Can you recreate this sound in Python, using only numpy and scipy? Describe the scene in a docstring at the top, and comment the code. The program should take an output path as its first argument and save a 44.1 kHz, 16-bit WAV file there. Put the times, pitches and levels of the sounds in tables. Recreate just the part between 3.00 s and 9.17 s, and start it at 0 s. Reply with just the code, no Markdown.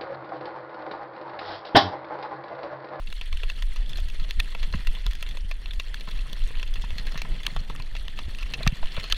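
"""Hard plastic clacks and close chatter come first, over a shaking bass: a sealed case with a camera's
microphone inside rides on a cyclist's chest down icy cobbles. Rough contacts ring the shell's modes,
slides grate up to a snap, knocks ring the hollow mount and jolts thump through the harness.
Dense tiny contacts, ice crunch and a faint air hiss make the chatter; below lie slow pressure swings,
buffets and the drone of the road, all shaped from noise."""
import sys
import numpy as np
from scipy import signal
from scipy.fft import rfft, irfft, next_fast_len
from scipy.io import wavfile
from scipy.ndimage import uniform_filter1d, map_coordinates

SR = 44100
rng = np.random.default_rng(int(sys.argv[2]) if len(sys.argv) > 2 else 0)


def int16_out(signal):
    """Quantize to a 16-bit WAV file."""
    q = np.round(np.clip(np.atleast_2d(signal).T, -1, 1) * 32767)
    wavfile.write(sys.argv[1], SR, q.astype(np.int16))


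N = 272083

# modes of the hollow mount: mode_hz [Hz], level_db [dB], t60_s [s]
HOLLOW_MODES = [(460, -1.5, 0.014), (645, -2.5, 0.02), (1015, 0, 0.019), (1114, -0.5, 0.016),
                (1318, -0.5, 0.02)]
# modes of the plastic shell, lowest first: mode_hz [Hz], level_db [dB], t60_s [s]
SHELL_MODES = [(1818, 1, 0.0095), (2044, 1.5, 0.006), (2340, -8.5, 0.016), (2680, 1, 0.01),
               (3035, 1, 0.0076), (3440, 2.5, 0.009), (3863, -7, 0.012), (4190, 0.5, 0.0083),
               (4760, -12, 0.0094), (5206, -12, 0.008), (5920, -10, 0.0065), (6530, -12, 0.0067)]
# colour of the air hiss and the ice flicks: freq_hz [Hz], relative level_db [dB]
HISS_COLOUR = [(3000, -120), (5500, 0), (7000, -6), (8200, -1.5), (9000, 3), (9700, -2), (10500, 0),
               (12000, -17.5), (13000, -2), (15100, -25), (15500, -17), (17000, -120)]


def clacks():
    """Each contact rings the shell and the hollow modes and leaves a bright snap."""
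    # clacks and scrapes of the case: start_s [s], peak_db [dB], hollow_db [dB against the peak],
    # rub_t60_s [s, limited in scraped and snap], favoured_hz [Hz], treble_db [dB lift]
    contacts = [(0.0722, -33, -19, 0.036, 2510, -2), (.126, -25.5, -12.5, 0.017, 2590, 3),
                (.212, -22.5, -14, 0.042, 2580, 3.5), (0.3271, -24.5, -13.5, 0.028, 2100, 2),
                (0.371, -27.5, -33, 0.038, 3030, -6), (0.4333, -23.5, -9.5, 0.027, 2680, -2),
                (0.499, -20.5, -17, 0.015, 2680, 2.5), (0.623, -24, -13, 0.018, 2620, 4.5),
                (0.761, -31.5, -4.5, 0.13, 2680, 9.5), (.861, -35, -31, 0.024, 3440, 2),
                (0.894, -32.5, -23, 0.038, 3440, 11), (0.932, -27.5, -37, 0.0089, 3430, 0),
                (0.9568, -30.5, -32, 0.089, 4170, -10), (.972, -28, -32, 0.15, 3440, 14),
                (1.001, -33, -16, 0.014, 3440, 14), (1.086, -38, -27, 0.023, 4190, 15),
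                (1.1, -33, -16, 0.012, 2680, 8), (1.198, -30, -15, 0.074, 4170, 3),
                (1.3086, -16, -26.5, 0.0021, 2730, 3), (1.401, -12.5, -21, 0.011, 2670, 1),
                (1.487, -38, -30, .06, 3970, -4), (1.549, -26, -3.5, .024, 2680, -1),
                (1.63, -23.5, -13, 0.053, 2520, 2), (1.726, -28.5, -12, 0.17, 4200, 5),
                (1.871, -22, -14, .023, 2600, 5), (1.951, -29, -27, 0.13, 3370, 2),
                (2.0648, -20.5, -14, 0.0026, 3460, 12.5), (2.11, -32, -19, 0.1, 2340, 11),
                (2.133, -29.5, -22, 0.011, 3440, 8), (2.152, -29, -34, 0.063, 3220, 8),
                (2.226, -19.5, -15, 0.032, 2830, 8), (2.264, -27, -20, 0.053, 3250, -11),
                (2.289, -30, -22, 0.078, 3440, 10), (2.31, -31, -21, 0.075, 3440, 0),
                (2.371, -27, -10, 0.021, 2600, 3), (2.5123, -23, -11, 0.05, 2740, 2.5),
                (2.6583, -24.5, -15, 0.0017, 2670, -7), (2.7085, -25.5, -36, 0.043, 3500, -16),
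                (2.734, -31, -20, 0.025, 3600, 8), (2.798, -18, -14.5, 0.033, 2570, 6),
                (2.943, -22, -35, 0.0064, 1780, 4.5), (3.0081, -30, -18, 0.019, 2330, 2),
                (3.111, -33.5, -14, 0.029, 3450, 8), (3.1907, -31, -11, 0.011, 2680, 0),
                (3.33, -24.5, -16, 0.0077, 3440, 13), (3.438, -37, -16, 0.016, 3440, 12),
                (3.554, -29.5, -12, 0.0037, 2840, -1), (3.571, -32, -9, 0.13, 3035, -3),
                (3.597, -27.5, -17, 0.022, 2880, 3), (3.629, -23, -14, 0.016, 2680, -0.5),
                (3.677, -31.5, -27, 0.0089, 3440, 5), (3.7387, -30, -25, .02, 3500, 14),
                (3.757, -30, -7, 0.1, 2680, 4), (3.8206, -30, -19, 0.14, 3400, 10.5),
                (3.905, -28, -8.5, 0.012, 2680, 5), (3.9825, -23.5, -23, 0.055, 4080, 6),
                (4.069, -26, -12.5, 0.065, 1740, 2), (4.144, -33.5, -2, .015, 3440, 4),
                (4.176, -24.5, -13, 0.22, 3830, 7), (4.218, -20, -10, 0.011, 2460, 9),
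                (4.4326, -29, -20, 0.094, 3440, 7), (4.451, -31.5, -10, 0.062, 2680, -3),
                (4.4651, -18.5, -18, 0.0037, 2044, 11.5), (4.5636, -26, 4, 0.041, 3210, 3.5),
                (4.6984, -30.5, -35, 0.22, 3650, 4), (4.761, -30.5, -24, 0.0049, 2680, 10),
                (4.8221, -30, -23, 0.0075, 4060, 6), (4.9517, -29.5, -7, 0.036, 2530, 1),
                (4.965, -29, -15, 0.038, 2680, 7), (5.081, -25, -12.5, 0.0024, 2850, 5),
                (5.189, -27.5, -1.5, 0.081, 2580, 6), (5.348, -30, -33, 0.0039, 2840, 3),
                (5.386, -29, -11, 0.19, 2740, 5), (5.4287, -26.5, -13, 0.021, 2680, 7.5),
                (5.537, -18.5, -13.5, 0.047, 2660, 6), (5.675, -9.5, -41, 0.0061, 3300, 9),
                (5.721, -32, -20, .1, 2670, 0), (5.857, -29.5, -14, 0.022, 3060, 3),
                (5.871, -29, -21, 0.1, 3060, -4), (5.9666, -23.5, -8, .11, 2500, -10),
                (5.998, -26.5, -29, 0.056, 3440, 4), (6.0403, -23.5, -10, 0.13, 4080, -1),
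                (6.1, -22.5, -20, 0.055, 2860, 5), (6.1234, -8.5, -35, 0.0094, 3030, 9.5),
                (6.145, -28, -34, 0.05, 3420, 0)]
    treble_from_hz = 4400
    out = np.zeros(N)
    for start_s, peak_db, hollow_db, rub_s, favoured_hz, treble_db in contacts + faint_clacks(count=20):
        modes = [(hz, db + treble_db * (hz > treble_from_hz), t60) for hz, db, t60 in SHELL_MODES]
        modes = favoured(modes, favoured_hz, lift_db=9.5, width=0.069)
        shell = ring(modes, spread_db=0.5, attack_s=0.00071)
        add(out, start_s, amp(peak_db) * scraped(shell, rub_s, blow=0.91))
        hollow = ring(HOLLOW_MODES, spread_db=1.0, attack_s=0.00036)
        add(out, start_s, amp(peak_db + hollow_db) * scraped(hollow, rub_s, blow=1.64))
        # the snap rises 0.89 dB for each dB of the blow
        snap_db = 0.89 * peak_db - 21 + 0.68 * treble_db
        add(out, start_s, amp(snap_db) * snap(rub_s))
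    return out


def faint_clacks(count):
    """Rows for faint clacks: any moment, favouring any of the eight lowest shell modes."""
    when, size, which = rng.random((count, 3)).T
    start_s = when * N / SR
    peak_db = -38 + 4 * (2 * size - 1)
    favoured_hz = np.array(SHELL_MODES)[(which * 8).astype(int), 0]
    return [(s, db, -18, 0.012, hz, 4) for s, db, hz in zip(start_s, peak_db, favoured_hz)]


def snap(rub_s):
    """The bright edge of a contact: rubbing that rings a treble band; peak 1."""
    band = signal.butter(4, [6000, 14800], "bandpass", fs=SR, output="sos")
    bright = signal.sosfilt(band, signal.unit_impulse(64))
    return scraped(bright, min(rub_s, 0.015), blow=0.1)


def slides():
    """The case slides and grates ever louder on its ringing shell, up to the snap of a blow."""
    # slides ending in a blow: blow_s [s], grating_peak_db [dB], slide_s [s], snap_db [dB peak]
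    slide_rows = [(1.401, -17, 0.01, -22.5), (1.629, -35, 0.018, -47), (4.468, -14, 0.0042, -23.5),
                  (5.668, -26, 0.011, -49), (6.119, -26, 0.027, -40)]
    out = np.zeros(N)
    for blow_s, peak_db, slide_s, snap_db in slide_rows:
        grow = np.linspace(0, 1, round(slide_s * SR)) ** 1.8
        friction = grow * rng.standard_normal(len(grow))
        grate = signal.fftconvolve(ring(SHELL_MODES[:8], spread_db=2, attack_s=0.0002), friction)
        add(out, blow_s - slide_s, amp(peak_db) * grate / np.abs(grate).max())
        add(out, blow_s - 0.001, amp(snap_db) * snap(rub_s=0.002))
    return out


def knocks():
    """Duller blows ring the hollow modes and the four lowest shell modes, with a dull broad rattle."""
    # hollow knocks of the mount: start_s [s], peak_db [dB], shell_db [dB against the peak], favoured_hz [Hz]
    knock_rows = [(0.984, -36, -2, 645), (1.737, -27.5, 0.5, 1050), (2.064, -33, -29, 460),
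                  (3.075, -35, -4, 1015), (3.505, -36.5, -7, 460), (3.839, -32.5, -3.5, 1015),
                  (4.155, -34, 2, 1015), (4.25, -35, -2, 1015), (4.477, -34.5, -18, 1050),
                  (4.7, -29, -22, 1015), (4.75, -35.5, -2.5, 1040), (4.799, -36.5, 0.5, 1015),
                  (5.606, -29, -7, 645), (5.665, -17.5, -5, 1080), (5.829, -27.5, -8, 1060),
                  (5.975, -26.5, -6, 1040), (6.123, -27.5, -16, 1318)]
    band = signal.butter(2, [900, 2600], "bandpass", fs=SR, output="sos")
    dull = signal.sosfilt(band, signal.unit_impulse(256))
    out = np.zeros(N)
    for start_s, peak_db, shell_db, favoured_hz in knock_rows:
        modes = favoured(HOLLOW_MODES, favoured_hz, lift_db=8.5, width=0.12)
        hollow = ring(modes, spread_db=1.5, attack_s=0.0001)
        add(out, start_s, amp(peak_db) * scraped(hollow, 0.026, blow=0.5))
        add(out, start_s, amp(peak_db - 6) * scraped(dull, 0.03, blow=1.0))
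        low_shell = ring(SHELL_MODES[:4], spread_db=2, attack_s=0.0004)
        add(out, start_s, amp(peak_db + shell_db) * scraped(low_shell, 0.079, blow=0.063))
    return out


def thumps():
    """A jolt through the harness: a couple of heavily damped cycles whose pitch sags."""
    # jolts: start_s [s], peak_db [dB ahead of the body's low-pass], pitch_hz [Hz the sag settles to]
    jolts = [(0.905, -36, 111), (1.218, -32.5, 112), (1.676, -35, 139), (1.552, -41, 145),
             (1.746, -20, 150), (1.797, -35, 141), (2.06, -29, 99), (3.079, -35, 160), (3.139, -42, 115),
             (3.329, -38, 145), (3.501, -39, 142), (3.84, -34, 146), (3.959, -36, 160), (3.995, -34, 138),
             (4.156, -30.5, 134), (4.245, -32, 140), (4.525, -36, 146), (4.562, -29.5, 121),
             (4.61, -33, 128), (4.699, -32.5, 154), (4.745, -39, 101), (4.796, -30.5, 115),
             (5.188, -39.5, 164), (5.598, -36, 155), (5.6684, -11.5, 123), (5.725, -22.5, 127),
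             (5.981, -28, 116)]
    out, t = np.zeros(N), np.arange(SR // 8) / SR
    for start_s, peak_db, pitch_hz in jolts:
        turns = pitch_hz * (t + 0.0023 * (1 - np.exp(-t / 0.012)))
        decay = amp(-60 * t * pitch_hz / 3.3)  # 60 dB in 3.3 cycles
        push = -np.sin(2 * np.pi * turns) * decay * (1 - np.exp(-t / 0.0034))
        add(out, start_s, amp(peak_db) * push / np.abs(push).max())
    return filtered(out, lambda hz: 1 / (1 + (hz / 290) ** 6))  # the body passes only the bass


def chatter(level_db):
    """Dense tiny contacts in clumps ring the shell over the crunch of ice; a faint air hiss lies on top."""
    # colour of the ice crunch: freq_hz [Hz], relative level_db [dB]
    crunch_colour = [(500, -28), (1300, -6), (1800, 5), (2300, 1), (3450, 5.5), (3750, -2), (4300, -0.5),
                     (4900, -8), (5700, -20), (7500, -22), (12000, -40), (16000, -120)]
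    contact_rate = 1200  # per second
    clump = amp(3.6 * wobble(60) + 1.1 * wobble(14))  # quick and slow unevenness

    sizes = amp(4.2 * np.minimum(rng.exponential(size=N), 4.5)) * rng.choice([-1, 1], N)
    ticks = (rng.random(N) < contact_rate / SR) * sizes
    rattle = patchy(filtered(ticks * clump, case_resonance), depth_db=4.5)

    bites = (rng.random(N) < contact_rate / SR) * amp(5 + 6 * rng.random(N))
    grit = rng.standard_normal(N) * (0.7 + bites)
    crunch = patchy(coloured(grit, crunch_colour) * clump ** 0.34, depth_db=3)

    taps = unit(light_taps(count=1800) * clump ** 1.85)
    air = patchy(noise(HISS_COLOUR) * clump ** 0.12, depth_db=3.2)
    hiss = air + amp(-0.5) * ice_flicks(rate=55)

    contacts = amp(-4.0) * rattle + amp(-1.5) * crunch + amp(-8) * taps
    return amp(level_db) * contacts + amp(0.41 * level_db - 48.0) * hiss


def case_resonance(hz):
    """Response of the hollow and shell modes as damped resonances of alternating sign."""
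    total = 0
    for k, (mode_hz, db, t60) in enumerate(HOLLOW_MODES + SHELL_MODES):
        resonance = 1j * hz * (3.5 / t60) / (mode_hz ** 2 - hz ** 2 + 1j * hz * 2.2 / t60)
        total = total + (-1) ** k * amp(db) * resonance
    return total


def light_taps(count):
    """Loose parts tap so lightly that one shell mode alone sounds for a few milliseconds; rms 1."""
    when, which, size, life = rng.random((count, 4)).T[:, :, None]
    mode = (which ** 0.6 * 8).astype(int)
    hz = np.array(SHELL_MODES)[mode, 0] * (1 + 0.039 * (life - 0.5))
    t = np.arange(SR // 80) / SR
    envelope = amp(-60 * t / (0.0033 + 0.01 * life)) * (1 - np.exp(-t / 0.002))
    taps = (1.01 - size) ** -0.3 * np.sin(2 * np.pi * hz * t) * envelope
    at = (when * N).astype(int) + np.arange(len(t))
    return unit(np.bincount(at.ravel(), taps.ravel(), N + len(t))[:N])


def ice_flicks(rate):
    """Sparse bits of ice flick the shell, rate a second: brief decaying treble bursts; rms 1."""
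    flicks = (rng.random(N) < rate / SR) * amp(14 * rng.random(N))
    burst = signal.lfilter([1], [1, -np.exp(-1 / (0.0043 * SR))], flicks)
    return coloured(burst * rng.standard_normal(N), HISS_COLOUR)


def rumble(road_db):
    """Slow pressure swings, quicker buffets above them, and the road droning through the rider."""
    # slow swings between the bumps: time_s [s], level_db [dB ahead of smoothing]
    shake_curve = [(0, -28), (.6, -27.5), (1.0, -25), (1.5, -29), (2.03, -28), (2.5, -26.5), (3.0, -30),
                   (3.6, -28), (4.2, -25.5), (4.45, -32.5), (4.8, -28), (5.4, -30.5), (5.76, -30.5),
                   (6.17, -37)]
    # colours of the swings, buffets and road: freq_hz [Hz], relative level_db [dB]
    swing_colour = [(4, -5), (9, -1), (20, 5), (32, 1), (45, -14), (60, -48), (90, -36), (150, -120)]
    buffet_colour = [(30, -120), (46, 5), (62, 2), (90, -9.5), (140, -26.5), (220, -30), (330, -120)]
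    road_colour = [(60, -120), (110, 2), (200, -4), (320, -11), (900, -17.5), (1600, -24), (3000, -120)]

    swing_gain = np.maximum(amp(curves(shake_curve)[0]), bump_swells(column=1, width_s=0.032))
    swing = swing_gain * even(noise(swing_colour), floor=0.56)
    swing = filtered(swing, lambda hz: 1 / (1 + (hz / 80) ** 4.6))  # smooth, without corners

    buffet_gain = amp(-48 - 3 * wobble(4.9)) + bump_swells(column=2, width_s=0.024)
    buffet = buffet_gain * even(noise(buffet_colour), floor=0.071)

    road, flutter = noise(road_colour), amp(4.5 * wobble(20))
    low = filtered(road, lambda hz: 1 / (1 + (hz / 230) ** 4))
    # the drone flutters more in its low part
    drone = low * unit(flutter) + (road - low) * unit(flutter ** 0.56)
    return swing + buffet + amp(road_db) * drone


def bump_swells(column, width_s):
    """Each bump under the wheels gives one smooth swell of gain in the bass."""
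    # bumps: middle_s [s], heave_db [dB gain of the swings], buffet_db [dB gain of the buffets]
    bumps = [(0.338, -20.5, -33), (.46, -20.5, -67), (.64, -21, -45), (.7, -21, -36.5), (0.802, -16.5, -63),
             (1.04, -21.5, -29.5), (1.211, -18, -59), (1.388, -17.5, -28), (1.634, -17, -42),
             (1.751, -23, -28.5), (1.889, -16, -37), (2.089, -17, -38), (2.439, -30, -38),
             (2.78, -19.5, -35.5), (3.15, -24, -41), (3.209, -19, -53), (3.437, -16, -44),
             (3.58, -20.5, -41), (3.718, -20.5, -55), (3.791, -22, -45), (3.92, -22, -33.5),
             (4.08, -22.5, -38), (4.319, -20, -51), (4.584, -22, -33), (4.71, -24, -50), (5.269, -33, -32),
             (5.44, -22.5, -60), (5.682, -18.5, -28.5), (5.839, -16.5, -54), (5.984, -24, -37.5),
             (6.14, -22.5, -50)]
    t = np.arange(N) / SR
    return sum(amp(row[column]) * np.exp(-((t - row[0]) / width_s) ** 2) for row in bumps)


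def scraped(x, t60, blow):
    """A first blow, then rough rubbing that swells briefly and dies away, each bit ringing like x; peak 1."""
    t = np.arange(SR // 16) / SR
    grip = 2.6  # the hardest slip, in spreads of the random force before cubing
    slips = np.clip(rng.standard_normal(len(t)), -grip, grip) ** 3
    fade = amp(-60 * t / np.clip(t60, 0.002, 0.15))
    force = slips * fade * (1 - np.exp(-t / 0.00016))
    y = signal.fftconvolve(x, force / np.linalg.norm(force) + blow * (t == 0))
    return y / np.abs(y).max()


def ring(modes, spread_db, attack_s):
    """One blow: every mode decays from a new random strength and phase; peak 1."""
    t = np.arange(SR // 16) / SR
    hz, db, t60 = np.transpose(modes)[:, :, None]
    strength, phase = rng.standard_normal((2, len(modes), 1))
    decay = amp(db + spread_db * strength - 60 * t / t60)
    x = np.sum(decay * np.sin(2 * np.pi * hz * t + 2 * phase), axis=0)
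    x *= 1 - np.exp(-t / max(attack_s, 1e-5))
    return x / np.abs(x).max()


def favoured(modes, centre_hz, lift_db, width):
    """Where the case is struck decides which modes ring most; width is in log frequency."""
    return [(hz, db + lift_db * np.exp(-(np.log(hz / centre_hz) / width) ** 2), t60)
            for hz, db, t60 in modes]


def patchy(x, depth_db):
    """x with random patches of gain, some 860 Hz by 15 ms; rms 1."""
    z = signal.stft(x, nperseg=256)[2]
    field = uniform_filter1d(rng.standard_normal(z.shape), 5, 0)
    field = uniform_filter1d(field, 5, 1)
    return unit(signal.istft(z * amp(depth_db * unit(field)), nperseg=256)[1][:N])


def even(x, floor):
    """Swings of nearly even size; a level curve then sets how hard they push."""
    envelope = np.abs(signal.hilbert(x, next_fast_len(N))[:N])
    return unit(x / (envelope + floor))


def noise(spectrum):
    """White noise through a spectrum, rms 1."""
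    return coloured(rng.standard_normal(N), spectrum)


def coloured(x, spectrum):
    """x through a (Hz, dB) spectrum, rms 1."""
    f, db = np.transpose(spectrum)
    return unit(filtered(x, lambda hz: amp(np.interp(np.log(hz + 1), np.log(f + 1), db))))


def filtered(x, response):
    """x times a response of frequency."""
    m = next_fast_len(N + 8192)
    return irfft(rfft(x, m) * response(np.fft.rfftfreq(m, 1 / SR)), m)[..., :N]


def wobble(rate):
    """A smooth random curve, rate knots a second."""
    knots = rng.standard_normal(int(N * rate / SR) + 4)
    return map_coordinates(knots, [np.arange(N) * rate / SR])


def curves(rows):
    """One value per sample for each column after the time."""
    s, *cols = np.transpose(rows)
    return [np.interp(np.arange(N) / SR, s, c) for c in cols]


def add(track, s, x):
    """Mixes x into the track at s seconds."""
    part = track[round(s * SR):][:len(x)]
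    part += x[:len(part)]


def amp(db):
    """Decibels to a gain."""
    return 10 ** (np.asarray(db) / 20)


def unit(x):
    """x at rms 1."""
    return x / np.sqrt(np.mean(x ** 2) + 1e-20)


def scene():
    """The case close to the microphone, over its chatter and the rumble of the ride."""
    # course of the ride: time_s [s], chatter_db [dB drive of the chatter], road_db [dB drive of the drone]
    ride = [(0.0, -53, -61), (0.38, -48.5, -60.5), (0.63, -50.5, -54.5), (1.87, -48, -52.5),
            (2.22, -50.5, -55.5), (2.54, -53, -56), (3.02, -49.5, -53.5), (3.18, -50, -55),
            (4.09, -48, -50), (4.36, -47.5, -49.5), (4.71, -51.5, -51), (4.86, -51, -52),
            (5.26, -49.5, -54.5), (5.6, -46, -47), (5.79, -48.5, -48), (6.17, -44.5, -52.5)]
    chatter_db, road_db = curves(ride)
    case = clacks() + knocks() + slides() + thumps()
    return (case + chatter(chatter_db) + rumble(road_db))[None]


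def record(dry):
    """The camera keeps nothing above its band limit."""
    return filtered(dry, lambda hz: hz < 16450)


dry = scene()
out = record(dry)
int16_out(out)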